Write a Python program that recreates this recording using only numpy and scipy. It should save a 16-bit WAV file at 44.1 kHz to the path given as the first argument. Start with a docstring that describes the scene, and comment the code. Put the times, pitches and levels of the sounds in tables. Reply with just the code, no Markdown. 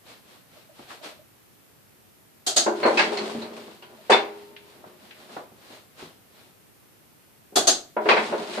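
"""A stainless-steel scent station clanks and rings as a dog works it in a small, hard room. Twice a training
clicker snaps down and up, its spring leaf flipping in a hollow case, the second press with a low, dull thump;
then a reward clanks through the station and rolls over the sheet metal, making it rumble and sing. Before and
in between, the dog scuffs about, with light taps and soft blips, and bumps the steel, once hard. Faint room
noise and microphone hiss lie under it all."""
import sys
import numpy as np
from scipy import signal
from scipy.fft import rfft, irfft
from scipy.io import wavfile
from scipy.ndimage import uniform_filter1d

SR = 44100
rng = np.random.default_rng(int(sys.argv[2]) if len(sys.argv) > 2 else 0)


def to_wav(sig):
    """Store sig (one row per channel, or 1-D mono) as 16-bit WAV at the path in sys.argv[1].

    Samples outside -1..1 are clipped; the rate is SR.
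    """
    pcm = np.clip(np.atleast_2d(sig), -1, 1) * 32767
    pcm = np.round(pcm).astype(np.int16)
    wavfile.write(sys.argv[1], SR, pcm.T)  # frames by channels


N = 379260
EVENT_SIZE = 65536  # samples in one short sound
AGE = np.arange(EVENT_SIZE) / SR
HZ, ALL_HZ = np.fft.rfftfreq(EVENT_SIZE, 1 / SR), np.fft.rfftfreq(N, 1 / SR)

# Levels are relative. A "colour" says how strong each pitch is; t60 is the time to fade by 60 dB.
# colour of the room noise and microphone hiss: f/Hz, level/dB
BACKGROUND_COLOUR = [(12, -62), (20, -34), (106, -6), (217, -8), (249, -10), (328, -10), (455, -13),
                     (567, -14.5), (766, -16.5), (1120, -18), (1290, -18.5), (3020, -22), (3460, -23.5),
                     (7060, -26.5), (14000, -21.5)]
# stereo width of that noise: f/Hz, side minus mid/dB
BACKGROUND_WIDTH = [(60, 3), (110, -3), (200, 0.5), (370, -0.5), (680, 0.5), (1260, 0), (2310, 0),
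                    (4250, -0.5), (7810, 0.5), (14400, -0.5)]
# stereo width of sounds in the room, low notes narrow and high ones wide: f/Hz, side minus mid/dB
ROOM_WIDTH = [(30, 9), (120, -21.5), (250, -18), (500, -8), (1000, -0.5), (12000, -0.5)]
# scuffs of the dog: loudest t/s, level/dB
DOG_SCUFFS = [(.105, -48.5), (0.331, -55), (.58, -56), (.815, -52.5), (.915, -45), (1.054, -40),
              (5.22, -52.5), (5.342, -48.5), (5.67, -57), (5.74, -49), (6.016, -46)]
# colour of a scuff, before its treble is turned down: f/Hz, level/dB
FRICTION_COLOUR = [(60, -53), (230, 1), (650, 4), (1000, 0), (2000, -1.5), (4200, -0.5), (6000, -9),
                   (9000, -10.5), (14000, -20.5)]
# soft, hollow blips: t/s, level/dB
SOFT_BLIPS = [(.555, -46), (.685, -44), (1.0, -41), (1.04, -39), (1.09, -40.5), (1.19, -43.5),
              (3.98, -42.5)]
# light, dull taps, the last one the low thump of a clicker press: t/s, level/dB, centre f/Hz
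LIGHT_TAPS = [(0.792, -42, 330), (0.903, -39.5, 950), (4.563, -42.5, 2510), (4.84, -43, 518),
              (4.861, -51, 230), (5.108, -43.5, 2343), (5.294, -43.5, 454), (5.365, -30, 530),
              (5.515, -50.5, 248), (5.702, -47.5, 262), (5.992, -48, 1500), (6.025, -41, 260),
              (7.56, -41, 191)]
# how fast a struck thing and the room die away together: f/Hz, t60/s
FADE_TIMES = [(150, 0.43), (400, 0.32), (1000, 0.28), (2700, 0.26), (7000, 0.25), (14000, 0.18)]
# snaps of the clicker: t/s, level/dB, hollow body/dB, top treble/dB, ping f/Hz, ping level/dB
CLICKER_SNAPS = [(2.464, -19, -7, -18, 3210, -10), (2.562, -12.5, -7.5, -29, 6550, -5),
                 (7.556, -12.5, 3.5, -11.5, 3410, -12), (7.67, -11.5, -6, -24, 6330, -3)]
# colour of the clicker: f/Hz, level/dB
CLICKER_COLOUR = [(40, -44), (140, -29), (230, -10), (390, 2), (480, -7.5), (720, 6), (930, -11.5),
                  (1300, -7), (2300, -17.5), (3400, -7.5), (4400, -3), (5600, -9.5), (6500, -3.5),
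                  (9500, -9.5), (14500, -17.5)]
# blows on the steel: t/s, level/dB, hardness as cutoff f/Hz, boom/dB, ping f/Hz, ping level/dB
STEEL_BLOWS = [(2.661, -20.5, 880, -12, 355.6, -4), (2.829, -22, 1670, 0, 4270, -5),
               (2.851, -15.5, 1350, 5, 576, -14), (2.869, -19, 1130, 7, 813, -17),
               (2.972, -20, 4100, -20, 2550, 2.5), (2.990, -16, 3300, -31, 1637, -6),
               (3.081, -37.5, 503, 8, 220.4, -1), (3.116, -28, 810, -11, 407.3, -2.5),
               (3.169, -30.5, 4600, -24, 4270, -1.5), (3.347, -35, 400, 34, 228.4, -1),
               (3.415, -42.5, 3125, 1, 4080, 3), (3.821, -47.5, 3480, -12, 3000, 1),
               (4.096, -13.5, 1230, -3, 410.5, -14), (4.099, -23.5, 9000, 8, 4670, -12),
               (4.116, -13.5, 2900, -0.5, 3547, -1.5), (7.522, -49.5, 605, 10, 347, -7.5),
               (7.965, -24, 980, -10, 976, -7), (8.055, -24, 1370, 2, 423, -2.5),
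               (8.087, -12.5, 2600, -10, 1139, -9), (8.108, -19, 2400, -8, 2460, 4),
               (8.165, -19, 2020, -18, 443, -14), (8.322, -25, 1020, -2, 578, -8),
               (8.572, -29.5, 1600, 19, 1690, -32)]
# the steel panel's modes (the notes it rings at by itself): f/Hz, level/dB, t60/s
PANEL_MODES = [(218, -11, 0.66), (324, -15, 1.2), (342.7, -14, 0.94), (361.4, 0, 0.22), (410.7, -9, 1.056),
               (426, -8, 0.65), (458, -15, 0.1), (551.7, -2, 0.19), (616, -2.5, 0.41), (715, -10, 0.51),
               (790, -10, 0.47), (904, -22.5, 1.8), (990, -3.5, 0.42), (1150, -10.5, 0.41),
               (1155, -12, 0.24), (1398, -4.5, 0.27), (1458, -6.5, 0.49), (1566, -4, 0.35),
               (2200, -8, 0.17), (2250, -5, 0.19), (2800, -2, 0.24), (3360, -7.5, 0.38)]
# colour of the sheet's crowd of finer modes: f/Hz, level/dB
SHEET_COLOUR = [(30, -50), (100, -25.5), (170, -27), (225, -5.5), (275, -10.5), (340, 0.5), (600, 3),
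                (950, -0.5), (1300, -4.5), (2200, -2.5), (3200, -8), (4500, -4), (6000, -11), (9000, -9.5),
                (14000, -49.5)]
# rattling from a rolling reward or, faintly, the dog's weight: t/s, level/dB, length/s, hiss/dB
RATTLES = [(2.7, -32, .76, -1), (4.69, -60.5, 0.54, -2.5), (8, -31, .76, -3)]
# colour of rolling on the sheet: f/Hz, level/dB
ROLLING_COLOUR = [(40, -31), (120, -17.5), (180, -5.5), (225, 6), (275, -3.5), (380, 2), (650, -3),
                  (1000, -7), (1600, -13), (4200, -14), (6000, -23.5), (9000, -25.5), (14000, -49.5)]


def amp(db):
    """Turns decibels into a gain."""
    return 10 ** (np.asarray(db) / 20)


def unit(x):
    """Scales a signal to an average (rms) size of 1."""
    return x / np.sqrt(np.mean(x ** 2) + 1e-20)


def read(points, hz):
    """Reads between a table's rows, on a log-frequency axis."""
    f, value = np.transpose(points)
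    return np.interp(np.log(hz + 1), np.log(f + 1), value)


def below(hz, corner_hz):
    """Gain that keeps the lows and falls 12 dB per octave above the corner."""
    return 1 / np.sqrt(1 + (hz / corner_hz) ** 4)


def add(mix, s, sound):
    """Mixes a stereo sound in at s seconds."""
    at = round(s * SR)
    sound = sound[:, max(-at, 0):]
    part = mix[:, max(at, 0):][:, :sound.shape[1]]
    part += sound[:, :part.shape[1]]


def diffuse(pair, colour, width=ROOM_WIDTH):
    """Colours two noises: both ears share one (mid), the other sets them apart (side)."""
    size = pair.shape[1]
    mid, side = rfft(pair) * colour
    side = side * amp(read(width, np.fft.rfftfreq(size, 1 / SR)))
    return unit(irfft(np.array([mid + side, mid - side]), size))


def grains(size, spread_db):
    """Two dense streams of tiny contacts of uneven strength."""
    noise, strength = rng.standard_normal((2, 2, size))
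    return noise * amp(spread_db * np.clip(strength, -3, 3))


def background(level_db=-55):
    """Steady room noise and microphone hiss."""
    colour = amp(read(BACKGROUND_COLOUR, ALL_HZ))
    return amp(level_db) * diffuse(rng.standard_normal((2, N)), colour, BACKGROUND_WIDTH)


def scuffs(lead_s=0.19, tail_t60=0.33, shuffle_span_s=(4.1, 6.4), shuffle_db=-56.5, count=8):
    """Grainy rubbing swells and fades into the room; the dog adds faint shuffles as it crosses."""
    out = np.zeros((2, N))
    t = AGE - lead_s
    shuffles = [(s + .04 * rng.standard_normal(), shuffle_db + 0.5 * rng.standard_normal())
                for s in np.linspace(*shuffle_span_s, count)]
    colour = amp(read(FRICTION_COLOUR, HZ) - np.log2(1 + HZ / 250))  # treble falls 1 dB per octave
    for s, db in DOG_SCUFFS + shuffles:
        swell_s = .025 * 2 ** ((-45 - db) / 9)  # 9 dB stronger is twice as quick
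        swell = np.exp(-.5 * (t / swell_s) ** 2)
        tail = amp(-60 * (np.hypot(t, swell_s) - swell_s) / tail_t60)
        friction = diffuse(grains(EVENT_SIZE, spread_db=4), colour)
        add(out, s - lead_s, amp(db) * np.where(t < 0, swell, tail) * friction)
    return out


def rise_and_fade(rise_s, t60):
    """The loudness of a struck note: quickly up, then dying away."""
    return (1 - np.exp(-AGE / rise_s)) * amp(-60 * AGE / t60)


def ping(hz, t60, width=0.0091, rise_s=0.0052):
    """Close modes beat together as one rough note; width is a share of its pitch."""
    cluster = diffuse(rng.standard_normal((2, EVENT_SIZE)), below(HZ - hz, width * hz))
    shape = rise_and_fade(rise_s, t60)
    return unit(cluster * shape) * np.sqrt(np.mean(shape ** 2))


def blips(pitch_hz=624):
    """Soft, hollow notes with a blurred pitch."""
    out = np.zeros((2, N))
    for s, db in SOFT_BLIPS:
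        add(out, s, amp(db) * ping(pitch_hz, t60=0.12, width=0.054, rise_s=0.013))
    return out


def crash(colour, rise_s, linger_db, linger_t60):
    """Countless modes and wall echoes build up in milliseconds and die faster in the treble."""
    noise = diffuse(grains(EVENT_SIZE, spread_db=1.5), colour)
    hz, t, bands = signal.stft(noise, SR, nperseg=256)
    fade = amp(-60 * t / read(FADE_TIMES, hz)[:, None])
    linger = amp(linger_db - 60 * t / linger_t60)
    _, sound = signal.istft(bands * (fade + linger), SR, nperseg=256)
    return sound[:, :EVENT_SIZE] * (1 - np.exp(-AGE / rise_s))


def taps(direct_s=0.0063, room_db=-7):
    """Damped contacts: a short, sharp knock, then a weaker answer from the room."""
    out = np.zeros((2, N))
    for s, db, hz in LIGHT_TAPS:
        octaves = max(0.96 - 0.18 * np.log2(hz / 500), .1)  # higher taps span fewer octaves
        colour = np.exp(-.5 * (np.log2((HZ + 1) / hz) / octaves) ** 2)
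        knock = crash(colour, rise_s=0.002, linger_db=-19.5, linger_t60=0.85)
        add(out, s, amp(db) * knock * (np.exp(-AGE / direct_s) + amp(room_db)))
    return out


def ripple(depth_db, bins, above_hz):
    """The peaks and dips, in dB, that an object's many small modes put in all its sounds."""
    uneven = uniform_filter1d(rng.standard_normal(len(HZ)), bins)
    rounded = unit(uniform_filter1d(uneven, bins))
    return depth_db * rounded * (1 - below(HZ, above_hz))


def clicker(body_hz=1700, top_hz=9000):
    """A spring leaf flips in its hollow case, once when pressed and once when let go."""
    out = np.zeros((2, N))
    case_db = read(CLICKER_COLOUR, HZ) + ripple(depth_db=1, bins=110, above_hz=1200)
    for s, db, body_db, top_db, ping_hz, ping_db in CLICKER_SNAPS:
        colour = amp(case_db + body_db * below(HZ, body_hz) + top_db * (1 - below(HZ, top_hz)))
        snap = crash(colour, rise_s=0.0062, linger_db=-44, linger_t60=1)
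        add(out, s, amp(db) * (snap + amp(ping_db) * ping(ping_hz, t60=0.22)))
    return out


def mode(hz, t60, rise_s=0.0025):
    """One pure, dying note; high ones reach the two microphones more out of step."""
    start = rng.uniform(-np.pi, np.pi)
    apart = rng.choice([-1, 1]) * np.arctan(amp(read(ROOM_WIDTH, hz)))
    phase = 2 * np.pi * hz * AGE + start + np.array([[apart], [-apart]])
    return np.sqrt(2) * np.sin(phase) * rise_and_fade(rise_s, t60)


def panel_ring(hard_hz, spread_db=3.6):
    """Each spot on the panel favours other modes, and a soft blow misses the high ones."""
    hz, db, t60 = np.transpose(PANEL_MODES)
    gains = amp(db + spread_db * rng.standard_normal(len(hz))) * below(hz, hard_hz)
    gains /= np.linalg.norm(gains)
    return sum(gain * mode(f, life) for f, gain, life in zip(hz, gains, t60))


def struck_spot(hz, blow_db, clear_db=-19, clean_hz=900):
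    """The note of the spot that is hit: a firm blow pings clearly, a light one only ticks."""
    mode_hz, _, mode_t60 = np.transpose(PANEL_MODES)
    t60 = np.interp(hz, mode_hz, mode_t60)  # its life follows the modes around it
    clean = below(hz, clean_hz)  # low modes stand alone, high ones crowd together
    width = .009 * (1 + max(clear_db - blow_db, 0) / 3)
    return clean * mode(hz, t60) + np.sqrt(1 - clean ** 2) * ping(hz, 0.6 * t60, width)


def clanks(boom_hz=270, firm_db=-24.5, rebound_db=-17, settle_s=0.066):
    """Each blow sets off the crash of the sheet, a ping of the struck spot and the panel's ring."""
    out = np.zeros((2, N))
    sheet_db = read(SHEET_COLOUR, HZ) + ripple(depth_db=2.5, bins=45, above_hz=700)
    rests = np.diff(np.transpose(STEEL_BLOWS)[0], prepend=0)
    for (s, db, hard_hz, boom_db, ping_hz, ping_db), rest_s in zip(STEEL_BLOWS, rests):
        contact = below(HZ, hard_hz) * below(HZ, 2 * hard_hz)  # a soft, long contact holds no treble
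        colour = amp(sheet_db + boom_db * below(HZ, boom_hz)) * contact
        sheet = crash(colour, rise_s=.003, linger_db=-26.5, linger_t60=0.88)
        spot = amp(ping_db) * struck_spot(ping_hz, db)
        ring_db = -1 - 0.46 * max(db - firm_db, 0)  # the ring is a smaller share of a strong blow
        ring_db += rebound_db * np.exp(-rest_s / settle_s)  # a blow close behind another rings less
        add(out, s, amp(db) * (sheet + spot + amp(ring_db) * panel_ring(hard_hz)))
    return out


def rattle_strength(start_s, db, length_s, rise_s=.17, sag_db_per_s=7, stop_db=-15.5, stop_s=.17):
    """One spell of rattling builds up, slowly loses energy, then sinks to a tremble."""
    t = np.maximum(np.arange(N) / SR - start_s, 0)
    stopped = 1 - np.exp(-np.maximum(t - length_s, 0) / stop_s)
    return np.minimum(t / rise_s, 1) * amp(db - sag_db_per_s * t + stop_db * stopped)


def rolling(bumps_per_s=70, bump_s=0.0416, ticks_per_s=28, tick_s=0.061, rub=0.37, slide=.7, ring_db=-5):
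    """Uneven bumps keep the sheet rumbling and the panel singing; small ticks roughen the hiss."""
    chance = np.array([[bumps_per_s], [ticks_per_s]]) / SR
    bumps, ticks = (rng.random((2, N)) < chance) * rng.uniform(0.25, 1, (2, N))
    contact = unit(rub + signal.oaconvolve(bumps, np.exp(-AGE / bump_s))[:N])
    chatter = unit(slide + signal.oaconvolve(ticks, np.exp(-AGE / tick_s))[:N])
    friction = diffuse(grains(N, spread_db=5.5), amp(read(ROLLING_COLOUR, ALL_HZ)))
    low = irfft(rfft(friction) * below(ALL_HZ, corner_hz=1100), N)
    singing = unit(signal.oaconvolve(bumps[None], panel_ring(hard_hz=800), axes=1)[:, :N])
    rumble = low * contact + amp(ring_db) * singing
    hiss = (friction - low) * chatter
    return sum(rattle_strength(s, db, length_s) * (rumble + amp(hiss_db) * hiss)
               for s, db, length_s, hiss_db in RATTLES)


def scene(low_cut_hz=110, left_db=2.4, right_db=1.6):
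    """Station, clicker and dog, a little left of centre, over the quiet of the room."""
    low_cut = signal.butter(2, low_cut_hz, "highpass", fs=SR, output="sos")
    steel = signal.sosfilt(low_cut, clanks() + rolling())  # the steel sounds carry almost no deep bass
    sources = steel + clicker() + taps() + scuffs() + blips()
    return amp([[left_db], [right_db]]) * sources + background()


def record(dry, top_hz=14600):
    """Clips peaks at full scale and cuts off the highest treble."""
    low_pass = signal.firwin(511, top_hz, window=("kaiser", 9), fs=SR)
    return signal.oaconvolve(np.clip(dry, -1, 1), low_pass[None], "same", axes=1)


dry = scene()
out = record(dry)
to_wav(out)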